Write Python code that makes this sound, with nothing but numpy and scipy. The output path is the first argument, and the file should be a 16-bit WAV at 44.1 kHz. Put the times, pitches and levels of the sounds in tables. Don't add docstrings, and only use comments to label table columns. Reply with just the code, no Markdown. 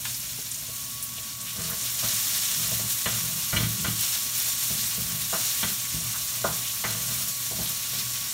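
import sys
import numpy as np
from scipy import signal
from scipy.fft import rfft, irfft, next_fast_len
from scipy.io import wavfile
from scipy.ndimage import uniform_filter1d

SR = 44100
rng = np.random.default_rng(int(sys.argv[2]) if len(sys.argv) > 2 else 0)


def wrap_up_sound(samples):
    columns = np.atleast_2d(samples).T
    tamed = np.clip(columns, -1, 1)
    steps = np.round(tamed * 32767).astype(np.int16)
    wavfile.write(sys.argv[1], SR, steps)


N = 367353
TIME = np.arange(N) / SR

# frequency in Hz, relative level in dB.
FLAME_TONE = [(20, -46), (38, -16), (55, 3), (85, 0.5), (120, 5), (180, -1.5), (250, 0), (330, -14),
              (500, -23.5), (650, -6.5), (800, -32), (1100, -7.5), (1500, -56), (4000, -49)]
# start in seconds,
# relative level in dB, centre pitch in Hz.
SPITS = [(0.1446, -22, 5400), (0.515, -20, 7820), (0.543, -22, 7170), (0.9138, -27.5, 8110),
         (1.0256, -19, 9400), (1.0364, -22, 13500), (1.4134, -26, 7500), (1.6182, -23, 9000),
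         (1.6994, -18, 15300), (2.086, -17.5, 5400), (4.0085, -14.5, 12300), (7.2844, -20.5, 12100)]
# start in seconds, level in dB, low and high band edges in Hz.
BOARD_TAPS = [(0.0527, -26, 1100, 5530), (0.386, -36.5, 90, 380)]
# middle in seconds, half-length in seconds, level in dB, centre pitch in Hz.
RUBS = [(1.182, .04, -40, 3200), (1.493, .08, -39.5, 2850), (1.719, 0.054, -42, 1300),
        (1.87, .05, -37, 4200), (4.812, 0.078, -35, 4470), (5.857, 0.044, -42.5, 2200),
        (6.156, .059, -42, 1270), (6.662, .045, -37.5, 3130), (6.702, .024, -34.5, 3360),
        (7.669, 0.045, -35, 3700), (7.99, 0.045, -34, 4540)]
# pitch in Hz, relative level in dB, t60 in seconds.
WOK_MODES = [(60, 1, 0.22), (77, -4.5, 0.51), (112.9, 4, 0.53), (160.6, 1.5, 0.45), (191, -1, 0.39),
             (216, -3.5, 0.35), (242, -2.5, 0.13), (307.2, -9.5, 0.45), (385, -2, 0.18), (480, 0, 0.13),
             (565, -2, 0.084), (630, -5.5, 0.29), (662, -4, 0.27), (910, -25, 0.11), (908, -8, 0.2),
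             (1046, -3, 0.18), (1156, -2.5, 0.12), (1236, -5, 0.33), (1425, -2.5, 0.26), (1542, -3.5, 0.38),
             (1782, -7, 0.24), (1960, 0, 0.24), (1980, -2.5, 0.13), (2100, -2, 0.057), (2310, -1.5, 0.15),
             (2920, 7.5, 0.07), (3230, -1, 0.56), (3510, -8, .25), (3520, 1, .3), (4130, 11.5, 0.13)]
# start and hold in seconds, relative scrape and judder in dB.
STROKES = [(1.535, 0.22, -44, -40.5), (2.03, 0.14, -49, -47), (2.555, 0.31, -45.5, -38.5),
           (3.062, 0.33, -44.5, -39), (3.514, 0.1, -34.5, -36), (3.672, 0.27, -56, -40.5),
           (4.713, 0.14, -48, -40), (4.97, 0.23, -48, -41), (5.328, 0.082, -46, -43),
           (5.624, 0.076, -50, -38.5), (5.94, 0.12, -48, -41.5), (6.297, .13, -49, -50),
           (6.46, .1, -45, -40), (6.863, .17, -41, -38.5), (7.08, 0.19, -48, -44.5),
           (7.525, 0.19, -45, -39.5), (7.95, 0.054, -52, -42.5)]
# start in seconds, relative ring in dB, top of the ring in Hz,
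# pitch that the struck spot favours in Hz, thud on the support in dB.
KNOCKS = [(0.682, -53, 680, 480, -55), (1.177, -54.5, 890, 480, -56), (1.581, -56, 1720, 662, -40.5),
          (2.028, -39.5, 1500, 662, -40), (2.714, -43.5, 880, 480, -43), (2.789, -44.5, 1000, 662, -44),
          (3.057, -29, 3450, 1782, -35.5), (3.527, -32.5, 2800, 1425, -31),
          (3.843, -31.5, 3100, 1425, -37.5), (4.699, -45, 736, 385, -40), (4.976, -45, 630, 385, -37.5),
          (5.327, -32, 1650, 662, -42.5), (5.627, -30, 3520, 3230, -36), (5.937, -52, 700, 242, -35.5),
          (6.44, -25.5, 1390, 1425, -40.5), (6.838, -30.5, 2720, 2100, -40.5),
          (7.508, -42.5, 850, 630, -45), (7.585, -41.5, 890, 662, -37.5), (7.928, -49, 910, 662, -48)]
# start in seconds, ring in dB, favoured pitch in Hz, thud in dB.
CLANKS = [(3.561, -30, 2310, -30.5), (3.565, -30, 2920, -42), (3.6, -42, 2310, -35),
          (3.631, -38, 2310, -31), (3.878, -39, 2920, -34)]
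# frequency in Hz, relative level in dB.
OIL_TONE = [(300, -24), (800, -17.5), (1500, -11), (2300, -10), (3200, -6), (4500, -4.5), (4950, -7),
            (5400, -3), (6800, 4.5), (7600, 2.5), (9800, 3.5), (10400, -1.5), (11200, 3.5), (15700, 2.5)]
# start and hold in seconds,
# relative fizz of fine bubbles in dB, relative sputter of large bubbles in dB.
FLARES = [(0.033, 0.12, -38, -46), (2.018, 0.73, -33.5, -38), (2.875, 0.049, -30, -38),
          (3.067, 0.15, -37, -40), (3.97, 0.17, -31.5, -38), (4.325, 0.15, -30, -37),
          (4.573, 0.3, -33, -42.5), (5.28, 0.44, -33, -41.5), (6.99, 0.24, -36.5, -42),
          (7.6, 0.12, -37.5, -40.5), (7.963, .04, -36, -37)]
STIR_START_S = 1.384


def from_db(db):
    return 10 ** (np.asarray(db) / 20)


def unit(x):
    return x / np.sqrt(np.mean(x ** 2) + 1e-20)


def band(x, lo_hz, hi_hz, order=3):
    sos = signal.butter(order, [lo_hz, min(hi_hz, .49 * SR)], "band", fs=SR, output="sos")
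    return signal.sosfilt(sos, x)


def equalise(x, points):
    hz, db = np.transpose(points)
    size = next_fast_len(len(x))
    gain = from_db(np.interp(np.log(np.fft.rfftfreq(size, 1 / SR) + 1), np.log(hz), db))
    return irfft(rfft(x, size) * gain, size)[:len(x)]


def wander(per_s):
    knots = rng.standard_normal(4000)
    return unit(np.interp(TIME * per_s, np.arange(len(knots)), knots))


def swell(start, hold, rise_s, fade_s):
    t = TIME - start
    return np.clip(t / rise_s, 0, 1) * np.exp(-np.maximum(t - hold, 0) / fade_s)


def impulses(count, per_s):
    return rng.standard_normal(count) * (rng.random(count) < per_s / SR)


def add(mix, start_s, sound):
    part = mix[max(round(start_s * SR), 0):][:len(sound)]
    part += sound[:len(part)]


def kitchen(x, t60, wet_db):
    t = np.arange(SR // 2) / SR
    echoes = impulses(len(t), per_s=6615) * (t > .002) * from_db(-60 * t / t60)
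    return x + from_db(wet_db) * signal.fftconvolve(x, echoes / np.linalg.norm(echoes))[:len(x)]


def stove(flame_db=-50, hum_db=-52, hum_hz=121.9, whistle_db=-54.5, whistle_hz=1120, growth_db_per_s=0.1):
    flame = unit(equalise(rng.standard_normal(N), FLAME_TONE)) * from_db(flame_db + wander(14))
    hum = unit(np.sin(2 * np.pi * hum_hz * TIME)) * from_db(hum_db + 3.1 * wander(16))
    cycles = np.cumsum(whistle_hz + 7 * wander(130)) / SR
    air = unit(band(rng.standard_normal(N), 900, 1380, order=2))
    whistle = unit(np.sin(2 * np.pi * cycles)) * from_db(wander(45)) + from_db(-7) * air
    whistling_s = TIME - 0.64
    fade_in = np.clip(whistling_s / .07, 0, 1)
    return flame + hum + whistle * fade_in * from_db(whistle_db + growth_db_per_s * whistling_s)


def crack(db, lo_hz, hi_hz, t60):
    t = np.arange(SR // 5) / SR
    return unit(band(rng.standard_normal(len(t)), lo_hz, hi_hz, order=2)) * from_db(db - 60 * t / t60)


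def spits_and_taps(spit_trim_db=-7, width=1.3):
    out = np.zeros(N)
    for start, db, hz in SPITS:
        add(out, start, crack(db + spit_trim_db, hz / width, hz * width, t60=0.047))
    for start, db, lo_hz, hi_hz in BOARD_TAPS:
        add(out, start, crack(db, lo_hz, hi_hz, t60=0.05))
    return kitchen(out, t60=0.19, wet_db=-4.0)


def rubs(width=1.29):
    out = np.zeros(N)
    for middle, half_length, db, hz in RUBS:
        count = int(2 * half_length * SR)
        slips = impulses(SR, per_s=3000)[:count]
        skid = unit(band(slips, hz / width, hz * width, order=2))
        add(out, middle - half_length, from_db(db) * skid * np.hanning(count) ** 2)
    return out


def wok_ring(favoured_hz, favour_db, clatter_db, clatter_t60):
    t = np.arange(SR // 2) / SR
    hz, db, t60 = np.transpose(WOK_MODES)
    modes = from_db(db[:, None] - 60 * t / t60[:, None]) * np.sin(2 * np.pi * hz[:, None] * t)
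    spot_db = favour_db * np.exp(-(np.log(hz / favoured_hz) / 0.052) ** 2) + rng.standard_normal(len(hz))
    clatter = band(rng.standard_normal(len(t)), 50, 3900, order=1)
    clatter *= from_db(clatter_db - 60 * t / clatter_t60)
    return (rng.choice([-1, 1], len(hz)) * from_db(spot_db)) @ modes + clatter


def scraping(scrape_trim_db=-1, judder_trim_db=-2, press_s=0.03, release_s=0.059):
    touching = np.clip((TIME - STIR_START_S) / press_s, 0, 1)
    drag, shake = touching * from_db(-58), touching * from_db(-54)
    for start, hold, drag_db, shake_db in STROKES:
        pressure = swell(start, hold, press_s, release_s)
        drag = np.maximum(drag, pressure * from_db(drag_db))
        shake = np.maximum(shake, pressure * from_db(shake_db))
    slips = impulses(N, per_s=2500) * from_db(3.0 * wander(30))
    steel = signal.oaconvolve(slips, wok_ring(470, favour_db=1.0, clatter_db=7, clatter_t60=0.14))[:N]
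    scrape = unit(band(band(steel, 450, 9000, order=2), 250, 1260, order=1))
    judder = unit(band(steel, 66, 343, order=2))
    return scrape * drag * from_db(scrape_trim_db) + judder * shake * from_db(judder_trim_db)


def blow(favoured_hz, lo_hz, hi_hz, ring_db, thud_db, clatter_db, contact_s=0.0021):
    tap = wok_ring(favoured_hz, favour_db=6.5, clatter_db=clatter_db, clatter_t60=0.48)
    t = TIME[:len(tap)]
    tap *= 1 - np.exp(-t / contact_s)
    ring = band(band(tap, lo_hz, 14000, order=2), 140, hi_hz, order=5)
    ring *= from_db(-6 * np.minimum(t / 0.055, 1))
    thud = band(tap, 38, 308)
    ring_attack, thud_attack = np.std(ring[:SR // 30]), np.std(thud[:SR // 20])
    return from_db(ring_db) * ring / ring_attack + from_db(thud_db) * thud / thud_attack


def knocks(ring_trim_db=.5, bass_hz=175, clank_width=1.27):
    out = np.zeros(N)
    for start, ring_db, hi_hz, favoured_hz, thud_db in KNOCKS:
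        lo_hz = np.sqrt(bass_hz * hi_hz)
        add(out, start, blow(favoured_hz, lo_hz, hi_hz, ring_db + ring_trim_db, thud_db, clatter_db=13))
    for start, ring_db, hz, thud_db in CLANKS:
        add(out, start, blow(hz, hz / clank_width, hz * clank_width, ring_db, thud_db, clatter_db=11))
    return out


def bubbles(per_s, lo_hz, hi_hz, spread_db, decay_cycles, pitches=12):
    size_db = spread_db * np.minimum(rng.exponential(1, N), 4)
    bursts = (rng.random(N) < per_s / SR) * rng.choice([-1, 1], N) * from_db(size_db)
    pitch_index = rng.integers(0, pitches, N)
    out = np.zeros(N)
    for k, hz in enumerate(np.linspace(lo_hz, hi_hz, pitches)):
        decay = np.exp(-hz / decay_cycles / SR)
        feedback = decay * np.cos(2 * np.pi * hz / SR)
        pings = signal.lfilter([1, -feedback], [1, -2 * feedback, decay ** 2], bursts * (pitch_index == k))
        out += np.sqrt(1 - decay ** 2) * pings
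    return unit(out)


def flurries(per_s, depth_db, fade_s, step=64):
    count = N // step + 1
    onsets = (rng.random(count) < per_s * step / SR) * rng.uniform(.5, 1, count)
    clumps = signal.lfilter([1], [1, -np.exp(-step / SR / fade_s)], onsets)
    return from_db(depth_db * np.repeat(unit(clumps - clumps.mean()), step)[:N])


def frying_level(spread_s=0.48, settling_db_per_s=1.6, drying_db_per_s=0.29):
    stirring_s = TIME - STIR_START_S
    spread = np.clip(stirring_s / spread_s, 0, 1)
    still_db = -35.5 - settling_db_per_s * TIME
    stirred_db = -30.5 - drying_db_per_s * stirring_s
    return from_db((1 - spread) * still_db + spread * stirred_db)


def sizzle(fizz_trim_db=0.12, sputter_offset_db=-6.5, hiss_db=5):
    frying = frying_level()
    sputtering = frying * from_db(sputter_offset_db)
    for start, hold, fizz_db, sputter_db in FLARES:
        flare = swell(start, hold, rise_s=0.028, fade_s=.08)
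        frying = np.hypot(frying, from_db(fizz_db) * flare)
        sputtering = np.hypot(sputtering, from_db(sputter_db) * flare)
    bursts_per_s = 13000 * frying / frying.max()
    grains = bubbles(bursts_per_s, lo_hz=2440, hi_hz=14500, spread_db=3.5, decay_cycles=0.52)
    grains /= np.sqrt(uniform_filter1d(grains ** 2, SR // 6) + 1e-9)
    oil = kitchen(grains, t60=0.064, wet_db=1.0) + from_db(hiss_db) * rng.standard_normal(N)
    oil = equalise(oil, OIL_TONE) * flurries(per_s=45, depth_db=0.6, fade_s=0.017)
    oil /= np.std(band(oil, 5500, 15500))
    large = equalise(oil, [(4300, -7), (5600, -8.5), (8000, -40)])
    fine = equalise(oil, [(6000, -48), (9000, -8), (10500, 3.5)])
    middling = oil - large - fine
    fizz = middling * flurries(per_s=52, depth_db=1.03, fade_s=0.01)
    fizz += fine * flurries(per_s=61, depth_db=0.5, fade_s=0.0058)
    sputter = unit(large) * flurries(per_s=36, depth_db=1.16, fade_s=0.035)
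    return frying * from_db(fizz_trim_db) * fizz + sputtering * sputter


def scene():
    mix = sizzle() + spits_and_taps() + knocks() + scraping() + rubs() + stove()
    return np.tile(mix, (2, 1))


def record(dry):
    low_pass = signal.firwin(801, cutoff=15780, window=("kaiser", 9), fs=SR)
    return signal.oaconvolve(dry, low_pass[None], "same")


dry = scene()
out = record(dry)
wrap_up_sound(out)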